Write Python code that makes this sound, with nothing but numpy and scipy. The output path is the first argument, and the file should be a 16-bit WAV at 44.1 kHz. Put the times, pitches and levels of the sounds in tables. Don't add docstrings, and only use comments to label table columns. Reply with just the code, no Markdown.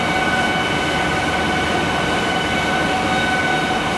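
import sys
import numpy as np
from scipy import signal
from scipy.fft import rfft, irfft, next_fast_len
from scipy.io import wavfile
from scipy.ndimage import uniform_filter1d, map_coordinates

SR = 44100
rng = np.random.default_rng(int(sys.argv[2]) if len(sys.argv) > 2 else 0)


def to_wav(sig):
    pcm = np.clip(np.atleast_2d(sig), -1, 1) * 32767
    pcm = np.round(pcm).astype(np.int16)
    wavfile.write(sys.argv[1], SR, pcm.T)


N = 175077
TIME = np.arange(N) / SR


def amp(db):
    return 10 ** (np.asarray(db) / 20)


def unit(x):
    return x / np.sqrt(np.mean(np.abs(x) ** 2) + 1e-20)


def curves(rows):
    time_s, *columns = np.transpose(rows)
    return [np.interp(TIME, time_s, column) for column in columns]


def wobble(rate):
    knots = rng.standard_normal(256)
    return unit(map_coordinates(knots, [TIME * rate + 2], mode="mirror"))


def drift(rate):
    return unit(wobble(rate) + 1j * wobble(rate))


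def spin(hz):
    return np.sqrt(2) * np.exp(2j * np.pi * (hz * TIME + rng.random()))


def filtered(x, response):
    size = next_fast_len(N + SR // 2)
    spectrum = rfft(x, size) * response(np.fft.rfftfreq(size, 1 / SR))
    return irfft(spectrum, size)[..., :N]


WHINE_HZ, CYCLES_PER_TURN = 750.0, 42
SIDEBAND_FALL_DB, SCATTER_PER_S = 10.5, 2.93
BELT_HZ, SURGE_CREST_S, SURGE_DEPTH = 5.08, 0.19, 0.5
# time_s, first_db, second_db, third_db, fourth_db, fifth_db
WHINE_LEVELS = [(0, -27.7, -30, -30, -37, -40), (0.15, -25, -26.5, -27, -38, -41),
                (0.35, -26.5, -22.5, -30.5, -37.5, -45.5), (0.6, -29.5, -26.5, -27, -31.5, -44),
                (0.85, -31, -28.5, -33.5, -30.5, -44), (1.2, -27.6, -28.3, -33, -36.3, -44),
                (1.6, -28.5, -28, -31, -35.5, -46), (2, -31.5, -28.5, -35, -35, -42),
                (2.35, -29.5, -26.5, -36, -31.5, -47), (2.6, -29.5, -28.5, -29, -33.0, -39.5),
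                (2.8, -27.5, -24, -35.7, -39, -41), (3.0, -22.5, -33.5, -34.5, -43, -43),
                (3.2, -25, -22.5, -32.5, -34, -30), (3.4, -27, -22, -28, -39, -44),
                (3.55, -25, -24, -32, -37.5, -34), (3.75, -25, -30, -37.5, -36, -41.5),
                (3.97, -32.5, -34, -31.5, -34, -43)]
# depth (0-1), crest_s, phase_sway_rad, scattered_sidebands_db (relative to the throbbing tone)
PARTIAL_THROB = [(0.36, .022, 0.28, -9.5), (0.5, .055, -0.034, -6), (0.36, 0.0472, 0.54, -10.5),
                 (0.04, 0.0565, 0.78, -4.5), (0.6, 0.018, 0.15, -6)]
# time_s, strength (factor on the throb depth)
THROB_ALONG_PATH = [(0, 0.53), (.4, 0.89), (.8, 0.91), (1.25, 1.7), (2.1, 1.7), (2.45, 0.66), (2.75, 1.3),
                    (3.05, 0.98), (3.4, 1.1), (3.97, 0.44)]


def drive():
    whine = np.zeros(N)
    strength, = curves(THROB_ALONG_PATH)
    partials = zip(curves(WHINE_LEVELS), PARTIAL_THROB)
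    for k, (level_db, (depth, crest_s, sway_rad, scatter_db)) in enumerate(partials, 1):
        shaft = 2 * np.pi * WHINE_HZ / CYCLES_PER_TURN * (TIME - crest_s)
        throb = 1 + strength * depth * np.cos(shaft)
        sway = np.exp(-1j * sway_rad * np.sin(shaft))
        scatter = sum(
            amp(-SIDEBAND_FALL_DB * abs(n)) * drift(SCATTER_PER_S) * np.exp(1j * n * shaft)
            for n in (-3, -2, -1, 1, 2, 3))
        tone = unit(throb * sway) + amp(scatter_db) * unit(scatter)
        if k == 1:
            tone = tone * (1 + SURGE_DEPTH * np.cos(2 * np.pi * BELT_HZ * (TIME - SURGE_CREST_S)))
        whine += amp(level_db) * np.real(unit(tone) * spin(k * WHINE_HZ))
    return whine


GEAR_HZ, GEAR_CREST_S = 303.6, 0.097
GEAR_DB = -34
GEAR_LAP_DEPTH, GEAR_HALF_LAP_DEPTH = 0.47, 0.63


def gear():
    lap = 2 * np.pi * BELT_HZ * (TIME - GEAR_CREST_S)
    pulse = 1 + GEAR_LAP_DEPTH * np.cos(lap) + GEAR_HALF_LAP_DEPTH * np.cos(2 * lap)
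    fullness_db, = curves(FULLNESS_ALONG_PATH)
    return amp(GEAR_DB + fullness_db) * unit(pulse) * np.real(spin(GEAR_HZ))


HUM_TRIM_DB = -1
HUM_WAVER = 0.38
SING_HZ = 2049
# pitch_hz, level_db (before the trim)
HUM_LINES = [(77.2, -37.8), (98.5, -45), (144.2, -42), (153.9, -41), (214.5, -44), (230.9, -37),
             (288.3, -39), (344, -45), (369.5, -45), (464.3, -42), (546.7, -40), (576.5, -40), (607.5, -41)]
# time_s, level_db
SING_LEVEL = [(0, -38), (0.2, -38.3), (0.5, -50), (0.95, -34), (1.7, -56), (2.45, -36.5), (3.25, -53),
              (3.5, -36), (3.7, -62)]


def motors():
    hum = np.zeros(N)
    for pitch_hz, level_db in HUM_LINES:
        waver = unit(1 + HUM_WAVER * drift(1.97))
        hum += amp(level_db) * np.real(waver * spin(pitch_hz))
    sing_db, = curves(SING_LEVEL)
    return amp(HUM_TRIM_DB) * hum + amp(sing_db) * np.real(spin(SING_HZ))


ROAR_DB = -22
PATCHY_DB = 0.7
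CROSSOVER_HZ, TREBLE_SHARE = 550, 0.24
HISS_HZ, HISS_FLUTTER_DB, HISS_FLUTTER_PER_S = 5000, 0.96, 11
# (relative, per Hz)
ROAR_SPECTRUM = [(20, -38), (29, -29), (48, -6), (62, -12), (90, -5), (125, -6), (170, 1), (260, -4.5),
                 (330, -2), (430, -4), (590, -3.5), (650, -7.5), (790, -3), (860, -5.5), (1020, -4.5),
                 (1400, -9.5), (1900, -11.5), (2700, -12), (3150, -15.5), (3500, -17), (4400, -20.5),
                 (4950, -24), (6100, -24), (7500, -28), (9500, -30), (10450, -34), (11100, -30.5),
                 (11700, -37.5)]
# time_s, gain_db
FULLNESS_ALONG_PATH = [(0, 0), (.6, -0.3), (1.0, 1.1), (2.1, 1.45), (2.9, 0.8), (3.45, -2), (3.97, 0.8)]


def blowers():
    grid = signal.stft(rng.standard_normal(N), nperseg=512)[2]
    patches = uniform_filter1d(rng.standard_normal(grid.shape), size=6, axis=0)
    patches = uniform_filter1d(patches, size=14, axis=1)
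    air = signal.istft(grid * amp(PATCHY_DB * unit(patches)), nperseg=512)[1][:N]

    frequency_hz, density_db = np.transpose(ROAR_SPECTRUM)
    roar = unit(filtered(air, lambda f: amp(np.interp(np.log(f + 1), np.log(frequency_hz), density_db))))
    low = filtered(roar, lambda f: 1 / (1 + (f / CROSSOVER_HZ) ** 2))
    hiss = filtered(roar, lambda f: f ** 2 / (f ** 2 + HISS_HZ ** 2))
    flutter = amp(HISS_FLUTTER_DB * wobble(HISS_FLUTTER_PER_S))
    treble = roar - low + hiss * (flutter - 1)

    fullness_db, = curves(FULLNESS_ALONG_PATH)
    return amp(ROAR_DB) * (amp(fullness_db) * low + amp(TREBLE_SHARE * fullness_db) * treble)


# centre_hz, width_hz (about half-power), level_db
RINGING_PANELS = [(177, 16, -39), (233, 19, -38), (298.5, 5.3, -44), (339, 12, -39.5), (700, 28, -34),
                  (1248, 6.7, -41), (2152, 39, -42), (2625, 23, -44), (2980, 110, -39), (3170, 29, -50)]


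def panels():
    ringing = np.zeros(N)
    for centre_hz, width_hz, level_db in RINGING_PANELS:
        shaking = rng.standard_normal(N)
        ring = filtered(shaking, lambda f: 1 / (1 + ((f - centre_hz) / (0.81 * width_hz)) ** 2))
        ringing += amp(level_db) * unit(ring)
    return ringing


def scene():
    mix = drive() + gear() + motors() + blowers() + panels()
    return np.array([mix, mix])


def record(dry):
    return filtered(dry, lambda f: f < 11800)


dry = scene()
out = record(dry)
to_wav(out)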